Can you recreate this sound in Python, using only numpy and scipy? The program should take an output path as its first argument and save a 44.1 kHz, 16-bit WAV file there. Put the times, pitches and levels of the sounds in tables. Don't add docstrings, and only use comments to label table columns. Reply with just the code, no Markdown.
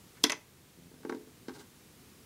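import sys
import numpy as np
from scipy import signal
from scipy.fft import rfft, irfft
from scipy.io import wavfile
from scipy.ndimage import uniform_filter1d

SR = 44100
rng = np.random.default_rng(int(sys.argv[2]) if len(sys.argv) > 2 else 0)


def natural_amplitude(level_db):
    exponent = np.asarray(level_db, float) / 20
    return 10 ** exponent


def to_wav(s):
    ch = np.atleast_2d(s).T
    pcm = np.round(np.clip(ch, -1, 1) * 32767)
    wavfile.write(sys.argv[1], SR, pcm.astype(np.int16))


N = 99225

# f/Hz, level/dB [per Hz]
FLOOR_SPECTRUM = [(12, -62), (20, -31), (59, -1.5), (145, 2.5), (468, -6.5), (509, -8.5), (554, -13.5),
                  (8300, -19), (15800, -22.5)]
# f/Hz, t60/s
ROOM_DECAY = [(250, .35), (1000, 0.27), (3000, 0.25), (7000, 0.2), (14000, .15)]
# start t/s, length/s, slip rate/Hz, level/dB
CREAKS = [
    (.775, .11, 85, -47.5),
    (0.966, .06, 80, -48.5),
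]
# start t/s, length/s, level/dB, centre f/Hz, share through the table [0-1]
SCRAPES = [
    (.160, 0.029, -67.5, 1640, .01),
    (.2335, 0.0088, -47, 7000, 0.07),
    (1.53, 0.055, -62.5, 4500, 0.65),
    (1.577, 0.05, -62, 4470, 0.5),
]
# f/Hz, level/dB, t60/s
WOOD_MODES = [(215, -17.5, 0.055), (260.5, -1, 0.19), (303, -1.5, .12), (329, 6, 0.036), (347.7, -3, 0.15),
              (392, -2, 0.094), (428.2, 1, 0.14), (501, -10, 0.096), (579, -12.5, 0.081)]
# f/Hz, level/dB, t60/s
BOARD_MODES = [(790, -2, 0.071), (864, -3, 0.058), (936, -2, 0.083), (1121, -4, 0.056), (1260, -2, 0.039),
               (1413, -1.5, 0.043), (1573, 1.5, 0.053), (1770, -3, 0.02), (2085, 0.5, 0.019),
               (2290, -14.5, 0.032)]
# f/Hz, level/dB, t60/s
SHELL_MODES = [(586, -4, .05), (712, -12, 0.039), (838, -3, 0.039), (978, -5, 0.078), (1108, -8, 0.052),
               (1322, -9.5, 0.062), (1588, -2, 0.044), (1787, -9, 0.074), (1990, 2.5, 0.043),
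               (2080, -5, 0.076), (2237, -1, 0.045), (2470, 1, 0.027), (2610, -2, .05), (2780, -7, 0.035)]
# f/Hz, level/dB, t60/s
PELLET_MODES = [(3123, 3.5, 0.0089), (3500, -4, 0.015), (4180, -2, 0.011), (4750, -5, 0.011),
                (5350, 1.5, 0.0081), (5890, -4, 0.013), (6100, 2, 0.014), (7260, -11.5, 0.012),
                (7300, -17, 0.016), (8700, -13, 0.0084), (9550, -7, 0.011), (11610, -11.5, 0.01),
                (14300, -14, .011)]
# t/s, wood level/dB, board level/dB, tick level/dB
KNOCKS = [(0.915, -46.5, -60.5, -70), (.9390, -46.5, -61.5, -84), (1.004, -51, -65, -70),
          (1.0312, -55, -50, -65), (1.0496, -28, -41.5, -53.5), (1.0951, -27, -32, -46),
          (1.0978, -33.5, -46, -49), (1.1231, -28.5, -36.5, -54), (1.1470, -31.5, -48.5, -54),
          (1.1720, -42.5, -67, -60), (1.21, -43, -65, -77), (1.2720, -45.5, -64, -73),
          (1.4830, -29.5, -41.5, -46), (1.4930, -56, -42.5, -52), (1.5050, -49, -50, -61),
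          (1.5160, -51, -52, -63)]
# t/s, wood level/dB, shell level/dB, click level/dB, click colour f/Hz
DROPS = [(0.2382, -24.5, -25, -11, 3500), (0.2391, -26, -24.5, -9, 5500), (.2400, -27, -46, -9, 4040),
         (0.2421, -25, -21, -22, 4000), (0.2449, -37, -25.5, -21, 3500), (0.249, -37.5, -44, -21, 4470),
         (0.267, -32.5, -34, -27, 5370), (0.2966, -33, -24, -19.5, 3500), (0.2981, -41.5, -40, -25, 4600),
         (.3030, -40, -28, -23, 6050), (.3200, -42, -26, -19.5, 6000), (0.323, -56, -34, -38.5, 4250),
         (.3290, -52, -32, -36, 3000)]

SPOT_DB, DETUNE = 1.6, 0.01
WOOD_RISE_S = 0.0017
RATTLE_DB, RATTLE_HZ, RATTLE_WIDTH_HZ, RATTLE_T60_S = -7.5, 1640, 1530, 0.065


def evened(x):
    return x / np.sqrt(np.mean(x ** 2) + 1e-20)


def read(points, hz):
    f, value = np.transpose(points)
    return np.interp(np.log(hz + 1), np.log(f + 1), value)


def add(mix, start_s, sound):
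    part = mix[round(start_s * SR):][:len(sound)]
    part += sound[:len(part)]


def resonate(x, hz, width_hz):
    r = np.exp(-np.pi * width_hz / SR)
    return signal.lfilter([1 - r, 0, r - 1], [1, -(1 + r * r) * np.cos(2 * np.pi * hz / SR), r * r], x)


def ring(modes, chance=0, rise_s=0.0001, shade_db=0, detune=0, turn=-1):
    t = np.arange(SR // 4) / SR
    hz, db, t60 = np.transpose(modes)[:, :, None]
    count = len(hz)
    spot = (chance * np.ones(40))[:, None]
    hz = hz * (1 + detune * spot[20:20 + count])
    sign = -float(turn) ** np.arange(count)[:, None]
    decay_db = 60 * t / np.maximum(t60, 0.003)
    envelope = natural_amplitude(db + shade_db + SPOT_DB * spot[:count] - decay_db)
    waves = sign * envelope * np.sin(2 * np.pi * hz * t)
    return waves.sum(0) * (1 - np.exp(-t / rise_s))


def burst(noise, hz, width_hz, t60):
    coloured = resonate(resonate(noise, hz, width_hz), hz, 2 * width_hz)
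    return evened(coloured) * natural_amplitude(-60 * np.arange(len(noise)) / SR / t60)


def floor():
    level_db, lump_db, lump_hz = -57, 1.4, 260
    frames, hz = N // 128 + 8, np.fft.rfftfreq(512, 1 / SR)
    a, b = rng.standard_normal((frames, 257, 2)).T
    lumps = evened(uniform_filter1d(rng.standard_normal(frames), 8))
    nearness = np.exp(-np.log2((hz[:, None] + 1) / lump_hz) ** 2)
    z = (a + 1j * b) * natural_amplitude(lump_db * lumps * nearness)
    x = signal.istft(z, nperseg=512, noverlap=384)[1][:N]
    spectrum = natural_amplitude(read(FLOOR_SPECTRUM, np.fft.rfftfreq(N, 1 / SR)))
    return natural_amplitude(level_db) * evened(irfft(rfft(x) * spectrum, N))


def room(x):
    taps = np.zeros(SR // 2)
    at = np.arange(200, len(taps) - 16, 16)
    taps[at + rng.integers(0, 16, len(at))] = rng.choice([-1., 1.], len(at))
    hz, t, z = signal.stft(taps, SR, nperseg=256)
    decay = natural_amplitude(-60 * t / read(ROOM_DECAY, hz)[:, None])
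    tail = signal.istft(z * decay, SR, nperseg=256)[1]
    return signal.fftconvolve(x, tail / np.linalg.norm(tail))[:N]


def creak(start, length, rate, db):
    hz, width_hz, jitter_db = 167, 145, -1.5
    t = np.arange(SR // 5) / SR
    steps = np.diff(np.floor(t * rate + 1), prepend=0)
    slips = steps * (t < length) * natural_amplitude(jitter_db * rng.standard_normal(len(t)))
    swing = resonate(resonate(slips, hz, width_hz), hz, 2 * width_hz)
    return start, natural_amplitude(db) * swing / np.abs(swing).max()


def scrape(start, length, db, hz, share):
    grains_per_s, wood_db, board_db, q = 2800, 3, -0.5, 0.97
    t = np.arange(SR // 10) / SR
    catches = 1. * (rng.random(len(t)) < grains_per_s / SR)
    grains = rng.standard_normal(len(t)) * (1.5 + 15 * uniform_filter1d(catches, size=12))
    grains = grains * np.sin(np.pi * np.clip(t / length, 0, 1))
    hiss = evened(resonate(resonate(grains, hz, hz / q), hz, 2 * hz / q))
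    wood = evened(signal.fftconvolve(grains, ring(WOOD_MODES)))
    board = evened(signal.fftconvolve(grains, ring(BOARD_MODES)))
    out = share * (natural_amplitude(wood_db) * wood + natural_amplitude(board_db) * board)
    add(out, 0, hiss)
    return start, natural_amplitude(db) * out


def knock(row, chance):
    start, wood_db, board_db, tick_db = row
    wood = natural_amplitude(wood_db - 6.5) * ring(WOOD_MODES, chance[:40], WOOD_RISE_S, turn=0.97)
    board = natural_amplitude(board_db - 6) * ring(BOARD_MODES, chance[40:80], 0.00051, 0, DETUNE)
    tick = burst(chance[120:], 4000, 3200, 0.034)
    rattle = burst(np.roll(chance, 700), RATTLE_HZ - 300, RATTLE_WIDTH_HZ, RATTLE_T60_S)
    out = wood + board
    add(out, 0, natural_amplitude(tick_db) * tick)
    add(out, 0, natural_amplitude(board_db + RATTLE_DB - 7.5) * rattle)
    return start, out


def drop(row, chance):
    start, wood_db, shell_db, click_db, hz = row
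    clatter_db, snap_db, snap_hz = -3.5, -14.5, 10000
    octaves_off = abs(np.log2(np.array(PELLET_MODES)[:, :1] / hz))
    shade_db = -19.5 * octaves_off
    wood = natural_amplitude(wood_db - 5) * ring(WOOD_MODES, chance[:40], WOOD_RISE_S, turn=0.99)
    shell = natural_amplitude(shell_db - 7.5) * ring(SHELL_MODES, chance[40:80], 0.0002, 0, DETUNE)
    click = natural_amplitude(click_db - 2.5) * ring(PELLET_MODES, chance[80:120], 0.00011, shade_db, DETUNE)
    clatter = burst(chance[120:], hz, 1900, 0.025)
    rattle = burst(np.roll(chance, 700), RATTLE_HZ, RATTLE_WIDTH_HZ, RATTLE_T60_S)
    snap = burst(chance[:119:-1], snap_hz, snap_hz / 2, 0.01)
    out = wood + shell + click
    add(out, 0, natural_amplitude(click_db - 4.5 + clatter_db) * clatter)
    add(out, 0, natural_amplitude(shell_db + RATTLE_DB) * rattle)
    add(out, 0, natural_amplitude(click_db + snap_db) * snap)
    return start, out


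def scene():
    table_low_hz, room_db = 193, -14
    background, near, grip = floor(), np.zeros(N), np.zeros(N)
    for row in CREAKS:
        add(grip, *creak(*row))
    for row in SCRAPES:
        add(near, *scrape(*row))
    for row, chance in zip(KNOCKS, rng.standard_normal((len(KNOCKS), 2400))):
        add(near, *knock(row, chance))
    for row, chance in zip(DROPS, rng.standard_normal((len(DROPS), 2400))):
        add(near, *drop(row, chance))
    near = signal.sosfilt(signal.butter(4, table_low_hz, "high", fs=SR, output="sos"), near)
    return (near + natural_amplitude(room_db) * room(near) + grip + background)[None]


def roll_off(x):
    return signal.sosfilt(signal.butter(12, 15920, fs=SR, output="sos"), x)


def record(dry):
    duck_from_db, duck_share, recover_db_per_s, edge_hz = -32.5, 0.17, 1.5, 15800
    power_db = 10 * np.log10(abs(uniform_filter1d(dry[0] ** 2, 400, origin=199)) + 1e-12)
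    recovery_db = np.arange(N) * recover_db_per_s / SR
    cut_db = duck_share * np.maximum(power_db - duck_from_db, 0)
    cut_db = np.maximum.accumulate(cut_db + recovery_db) - recovery_db
    ducked = dry / natural_amplitude(uniform_filter1d(cut_db, 400, origin=199))
    band = signal.firwin(1023, edge_hz, window=("kaiser", 9), fs=SR)[None]
    mix = signal.oaconvolve(ducked, band, "same")
    return roll_off(mix)


dry = scene()
out = record(dry)
to_wav(out)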